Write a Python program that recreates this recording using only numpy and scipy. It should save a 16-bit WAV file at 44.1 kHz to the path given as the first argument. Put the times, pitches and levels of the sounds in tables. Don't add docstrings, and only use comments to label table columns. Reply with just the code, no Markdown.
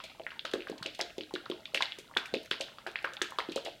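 import sys
import numpy as np
from scipy import signal
from scipy.fft import rfft, irfft
from scipy.io import wavfile

SR = 44100
rng = np.random.default_rng(int(sys.argv[2]) if len(sys.argv) > 2 else 0)


def generate_wav(signal):
    frames = np.transpose(np.atleast_2d(signal))
    scaled = np.clip(frames, -1, 1) * 32767
    pcm = np.round(scaled).astype(np.int16)
    wavfile.write(sys.argv[1], SR, pcm)


def to_linear_factor(level_db):
    exponent = np.asarray(level_db, float) / 20
    return 10 ** exponent


N = 167580

# pitch_hz [Hz], level_db [dB per Hz]
AIR_SPECTRUM = [(15, -31), (25, 5.5), (175, 9), (607, 2.5), (775, -31), (1840, -17), (3430, -5.5),
                (16000, -18.5)]
# pitch_hz [Hz], level_db [dB per Hz]
HISS_SPECTRUM = [(15, -28), (25, 6), (840, -5.5), (3340, -18.5), (4370, -7.5), (16000, 1)]
# start_s [s], level_db [dB peak], pitch_hz [Hz], foam_db [dB re peak]
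EARLY_POPS = [(0.001, -48.5, 3250, 0.5), (0.0371, -41.5, 2800, -1.5), (0.098, -41, 2800, -9),
              (0.3051, -31.5, 2660, -19.5), (0.3934, -20, 3380, -31), (0.4514, -24, 3520, -13.5),
              (0.5147, -36, 3600, -15), (0.5376, -20, 3570, -23), (0.6054, -29, 2640, -23),
              (0.6212, -30, 2570, -23), (0.6832, -37.5, 2950, -9.5), (0.7794, -39, 4220, -15.5),
              (0.8292, -24.5, 4200, -16), (0.8603, -19.5, 2780, -19), (0.9493, -33.5, 3300, -14),
              (0.9917, -40.5, 2900, -0.5), (1.0118, -11.5, 4900, -27.5), (1.1812, -37.5, 3270, -14),
              (1.2087, -23, 2970, -24.5), (1.3389, -28, 4100, -16.5), (1.3531, -21.5, 3660, -24),
              (1.457, -32.5, 3770, -21.5), (1.5, -34, 4080, -19.5), (1.5141, -23.5, 3180, -22),
              (1.6556, -23.5, 3420, -25)]
# start_s [s], level_db [dB peak], pitch_hz [Hz], foam_db [dB re peak]
LATE_POPS = [(1.7463, -13, 2680, -19), (1.7741, -14.5, 2560, -27), (1.8063, -25.5, 4400, -11),
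             (1.8231, -12, 3490, -21.5), (1.8562, -21.5, 3830, -42), (1.921, -20.5, 3180, -52),
             (1.9856, -44.5, 2300, -7), (2.171, -9, 3390, -27.5), (2.2573, -28.5, 2330, -29),
             (2.339, -20, 3890, -15), (2.5129, -12.5, 3180, -21), (2.6082, -24.5, 4100, -10),
             (2.785, -35.5, 3300, -19.5), (2.8675, -45, 3040, 2), (2.9572, -21, 2370, -24),
             (2.9883, -30, 2380, -19), (3.0434, -24, 2610, -20), (3.1348, -33.5, 3470, -21),
             (3.1682, -25, 3380, -33), (3.2165, -15, 3470, -21), (3.3867, -17, 3460, -20),
             (3.496, -32.5, 3800, -16), (3.5213, -31, 3060, -12), (3.5633, -25, 3980, -12.5),
             (3.6532, -32.5, 3400, -6)]
# start_s [s], level_db [dB peak], pitch_hz [Hz]
WALL_KNOCKS = [(0.0014, -40.5, 1300), (0.266, -27.5, 1955), (0.318, -39.5, 1520), (0.4531, -31.5, 1460),
               (0.5354, -31, 1654), (0.6708, -35, 1580), (0.8256, -36.5, 1440), (1.0037, -27.5, 2050),
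               (1.309, -46, 1026), (1.3602, -32.5, 1534), (1.4611, -36.5, 1340), (1.8065, -27, 997),
               (1.8234, -26, 2050), (2.1123, -45.5, 1140), (2.165, -33, 910), (2.168, -20.5, 1554),
               (2.5122, -25, 1540), (2.684, -46, 1660), (2.7842, -40.5, 1240), (2.8651, -31.5, 1546),
               (2.9571, -28.5, 1970), (3.0462, -22, 1545), (3.1916, -45.5, 1400), (3.216, -22, 1733),
               (3.3214, -37.5, 1054), (3.386, -24.5, 1152), (3.577, -37, 1290), (3.6621, -39, 2110)]
# pitch_hz [Hz], level_db [dB]
STANDING_WAVES = [(152, -57), (266, -54), (309, -55), (355, -55), (427, -56), (553, -59)]
# pitch_hz [Hz], t60_s [s], level_db [dB]
REVERB_BANDS = [(830, 0.36, 3), (1650, 0.49, 1.5), (3500, 0.55, -0.5), (6940, 0.5, -0.5), (12900, 1, -2)]
# start_s [s], level_db [dB peak], spray_db [dB re peak]
DROP_TICKS = [(0.0398, -39.5, -14.5), (0.452, -35.5, -20.5), (0.536, -32.5, -20), (0.8278, -40.5, -15),
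              (0.8632, -31.5, -35), (0.948, -41.5, -16), (0.9902, -42, -10.5), (1.0128, -22, -34),
              (1.3387, -37.5, -18.5), (1.7452, -31, -10.5), (1.8105, -40, -19), (1.8234, -26, -26),
              (1.987, -37.5, -14.5), (2.171, -28.5, -20), (2.257, -49.5, -5), (2.341, -33.5, -22),
              (2.5105, -37.5, -12.5), (2.61, -27, -22), (2.8678, -43, -13), (3.1358, -37.5, -21),
              (3.2202, -20, -25), (3.386, -41.5, -10.5), (3.5199, -38, -22), (3.56, -26.5, -22),
              (3.6498, -37.5, -13)]
# start_s [s], level_db [dB peak], pitch_hz [Hz]
AIR_GLUGS = [(0.041, -54, 627), (0.197, -45.5, 650), (0.449, -44.5, 604), (0.538, -30.5, 408),
             (0.697, -38, 423), (0.857, -46, 359), (0.993, -37, 708), (1.181, -38.5, 397),
             (1.338, -36.5, 370), (1.499, -35.5, 375), (1.75, -39.5, 567), (1.986, -49.5, 409),
             (2.166, -41.5, 388), (2.339, -30.5, 451), (2.512, -41, 420), (2.604, -39.5, 557),
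             (2.864, -43, 686), (3.043, -39.5, 593), (3.217, -38, 374), (3.488, -38, 333),
             (3.561, -32.5, 495), (3.662, -41.5, 584)]
# start_s [s], level_db [dB peak], pitch_hz [Hz]
LATE_BURPS = [(0.149, -49, 860), (0.203, -38, 623), (0.212, -48, 756), (0.556, -33.5, 480),
              (0.58, -40.5, 336), (0.594, -36, 362), (0.675, -45, 600), (0.714, -33.5, 304),
              (0.726, -38.5, 755), (0.865, -37.5, 570), (0.886, -49.5, 325), (0.906, -57, 334),
              (0.999, -34, 830), (1.006, -37, 750), (1.196, -49, 412), (1.209, -39, 315),
              (1.236, -46.5, 356), (1.311, -44, 850), (1.351, -36, 342), (1.519, -40, 363),
              (1.544, -39.5, 398), (1.737, -40, 537), (2.356, -33.5, 486), (2.365, -33.5, 386),
              (2.619, -37, 640), (2.873, -37.5, 680), (3.388, -33, 480), (3.512, -37.5, 350),
              (3.574, -33.5, 550), (3.649, -40.5, 491), (3.671, -31.5, 680), (3.682, -35.5, 720)]
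# start_s [s], level_db [dB peak], pitch_hz [Hz]
LONE_BUBBLES = [(0.197, -37.5, 2860), (0.217, -41, 2530), (0.236, -40.5, 4100), (0.717, -35, 4200),
                (1.098, -42, 2960), (1.104, -36.5, 2480), (1.187, -32, 3400), (1.2349, -30, 3770),
                (1.5198, -35.5, 1060), (2.0541, -49, 3150), (2.0782, -43.5, 3640), (2.1385, -40, 1890),
                (2.151, -36, 3040), (2.3445, -20.5, 2450), (2.3634, -34, 3560), (2.37, -28.5, 2680),
                (2.5308, -24.5, 1950), (2.6126, -22.5, 2670), (2.7277, -46, 2600), (2.7725, -47, 2680),
                (2.8741, -27.5, 1580), (3.0738, -31.5, 1040), (3.3954, -26.5, 1180), (3.403, -22.5, 1970),
                (1.7592, -23, 2300), (1.83, -27, 2100), (1.8097, -23, 1520)]
# start_s [s], level_db [dB peak]
CAP_CREAKS = [(0.513, -41.5), (0.6733, -46), (0.698, -40), (0.7813, -42.5), (1.1817, -40), (1.3074, -53.5),
              (1.499, -35), (1.6545, -45), (2.4309, -44), (2.449, -47), (2.4583, -38.5), (2.5981, -46),
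              (2.7781, -63), (2.8794, -54), (2.9143, -45.5), (3.027, -44), (3.0445, -38.5), (3.0524, -44),
              (3.306, -39.5), (3.487, -45)]
# start_s [s], level_db [dB peak]
HAND_THUDS = [
    (4, -40),
    (0.81, -37),
    (2.332, -33.5),
]

FOAM_T60_S, FOAM_OCTAVES, FOAM_CYCLES = 0.42, 0.71, 4.04
BUBBLE_GLIDE, POCKET_GLIDE = 1.064, 0.991


def ring(pitch_hz, cycles, rise, glide):
    cycle = np.arange(int(SR / pitch_hz * (6 * cycles + 4))) * pitch_hz / SR
    envelope = (1 - np.exp(-(cycle / rise) ** 2)) * np.exp(-cycle / cycles)
    slide = 1 + (glide - 1) * cycle / (4 * cycles)
    y = envelope * np.sin(2 * np.pi * cycle * slide)
    return y / np.abs(y).max()


def add(out, start_s, sound):
    first = max(int(start_s * SR), 0)
    out[first:first + len(sound)] += sound[:max(N - first, 0)]


def swarm(level_db, pitch_hz, octaves, t60_s, cycles, count):
    late_s = min(t60_s, 0.5) * 0.47 * rng.random((count, 1)) ** 1.9
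    spread = 2 ** (octaves * (2 * rng.random((count, 1)) - 1))
    hz = np.minimum(pitch_hz * spread, 15000)
    scatter_db = 3 * rng.standard_normal((count, 1)).clip(-2, 1.5)
    gain = to_linear_factor(level_db - 60 * late_s / t60_s + scatter_db) * (pitch_hz / hz) ** 0.4
    n = np.arange(int(SR / hz.min() * (4 * cycles + 2)))
    cycle = n * hz / SR
    envelope = (1 - np.exp(-cycle ** 2)) * np.exp(-cycle / cycles)
    grains = gain * envelope * np.sin(2 * np.pi * cycle * (1 + 0.01994 * cycle))
    return np.bincount(((late_s * SR).astype(int) + n).ravel(), grains.ravel())


def coloured_noise(spectrum, level_db):
    point_hz, point_db = np.transpose(spectrum)
    hz = np.fft.rfftfreq(N, 1 / SR) + 1
    shape_db = np.interp(np.log(hz), np.log(point_hz), point_db)
    y = irfft(rfft(rng.standard_normal(N)) * to_linear_factor(shape_db), N)
    return y * to_linear_factor(level_db) / y.std()


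def room_air():
    return coloured_noise(AIR_SPECTRUM, -63)


def microphone_hiss():
    return coloured_noise(HISS_SPECTRUM, -73.5)


def bubble_pops():
    out = np.zeros(N)
    for start_s, level_db, pitch_hz, foam_db in list(EARLY_POPS) + list(LATE_POPS):
        pop = ring(pitch_hz, cycles=2.6, rise=0.5, glide=BUBBLE_GLIDE)
        add(out, start_s, to_linear_factor(level_db - 2) * pop)
        add(out, start_s, swarm(level_db - 13, pitch_hz, FOAM_OCTAVES, 0.1, FOAM_CYCLES, count=9))
        foam_hz = pitch_hz * (4100 / pitch_hz) ** 0.42
        foam = swarm(level_db + foam_db - 4.5, foam_hz, FOAM_OCTAVES, FOAM_T60_S, FOAM_CYCLES, count=500)
        add(out, start_s, foam)
    return out


def wall_knocks():
    out = np.zeros(N)
    for start_s, level_db, pitch_hz in WALL_KNOCKS:
        add(out, start_s, to_linear_factor(level_db + 6) * ring(pitch_hz, cycles=1.9, rise=0.5, glide=0.99))
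        foam = swarm(level_db - 16.5, pitch_hz, FOAM_OCTAVES, FOAM_T60_S, FOAM_CYCLES, count=120)
        add(out, start_s, foam)
    return out


def room(dry_sound):
    t = np.arange(SR // 2) / SR
    onset = np.clip(t / 0.0036 - 1, 0, 1)
    grain_db = -8 * np.log(rng.random(len(t))) * np.exp(-t / 0.012)
    echoes = rng.standard_normal(len(t)) * to_linear_factor(grain_db) * onset
    tail = np.zeros(len(t))
    for pitch_hz, level_db in STANDING_WAVES:
        fade = to_linear_factor(level_db - 60 * t / 0.2)
        tail += fade * np.sin(2 * np.pi * (pitch_hz * t + rng.random())) * onset
    for pitch_hz, t60_s, level_db in REVERB_BANDS:
        edges_hz = [pitch_hz / 2 ** 0.5, pitch_hz * 2 ** 0.5]
        octave = signal.butter(2, edges_hz, "band", fs=SR, output="sos")
        band = signal.sosfilt(octave, echoes) * to_linear_factor(-60 * t / t60_s)
        tail += band * to_linear_factor(level_db) * np.sqrt(0.49 * pitch_hz / SR / np.sum(band ** 2))
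    return signal.fftconvolve(dry_sound, tail)[:N]


def drips():
    out = np.zeros(N)
    for when, pitch, size in rng.random((700, 3)):
        pitch_hz = 1500 * 3 ** (2 * pitch - 1)
        drip = ring(pitch_hz, cycles=5.6, rise=0.4, glide=1.06)
        add(out, when * N / SR, to_linear_factor(-62 + 11 * size ** 2) * drip)
    return out


def drop_ticks():
    out = np.zeros(N)
    for start_s, level_db, spray_db in DROP_TICKS:
        add(out, start_s, to_linear_factor(level_db + 3) * ring(6000, cycles=0.76, rise=0.51, glide=1))
        spray = swarm(level_db + spray_db + 21, 6800, octaves=0.68, t60_s=0.18, cycles=0.48, count=400)
        add(out, start_s, spray)
    return out


def air_glugs():
    out = np.zeros(N)
    for start_s, level_db, pitch_hz in AIR_GLUGS:
        glug = ring(pitch_hz, cycles=1.3, rise=0.39, glide=POCKET_GLIDE)
        add(out, start_s, to_linear_factor(level_db + 11.5) * glug)
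        gurgle_db = level_db - 16.5 + 15 * np.log2(pitch_hz / 380)
        gurgle = swarm(gurgle_db, 0.706 * pitch_hz, octaves=0.7, t60_s=0.26, cycles=4.2, count=18)
        add(out, start_s, gurgle)
    return out


def late_burps():
    out = np.zeros(N)
    for start_s, level_db, pitch_hz in LATE_BURPS:
        burp = ring(pitch_hz, cycles=1.81, rise=0.46, glide=POCKET_GLIDE)
        add(out, start_s, to_linear_factor(level_db + 2) * burp)
    return out


def lone_bubbles():
    out = np.zeros(N)
    for start_s, level_db, pitch_hz in LONE_BUBBLES:
        plip = ring(pitch_hz, cycles=2.2, rise=0.5, glide=BUBBLE_GLIDE)
        add(out, start_s, to_linear_factor(level_db - 0.5) * plip)
    return out


def cap_creaks():
    out = np.zeros(N)
    for start_s, level_db in CAP_CREAKS:
        add(out, start_s, swarm(level_db + 9, 4930, octaves=1.38, t60_s=0.04, cycles=0.95, count=24))
    return out


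def hand_thuds():
    out = np.zeros(N)
    for start_s, level_db in HAND_THUDS:
        add(out, start_s, to_linear_factor(level_db) * ring(147, cycles=0.71, rise=0.14, glide=1))
    return out


def through_plastic(inside):
    muffle = signal.butter(8, 4960, fs=SR, output="sos")
    bass_cut = signal.butter(2, 139, "high", fs=SR, output="sos")
    return signal.sosfilt(bass_cut, signal.sosfilt(muffle, inside))


def scene():
    inside = bubble_pops() + wall_knocks() + air_glugs() + late_burps() + lone_bubbles() + hand_thuds()
    bottle = through_plastic(inside) + drips() + drop_ticks() + cap_creaks()
    mid = bottle + room(bottle) + room_air()
    side = microphone_hiss()
    return np.array([mid + side, mid - side])


def band_limit(x):
    return signal.sosfilt(signal.butter(12, 16500, fs=SR, output="sos"), x)


def record(dry):
    top_cut = signal.ellip(8, 0.2, 60, 16000, fs=SR, output="sos")
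    mix = signal.sosfilt(top_cut, dry)
    return band_limit(mix)


dry = scene()
out = record(dry)
generate_wav(out)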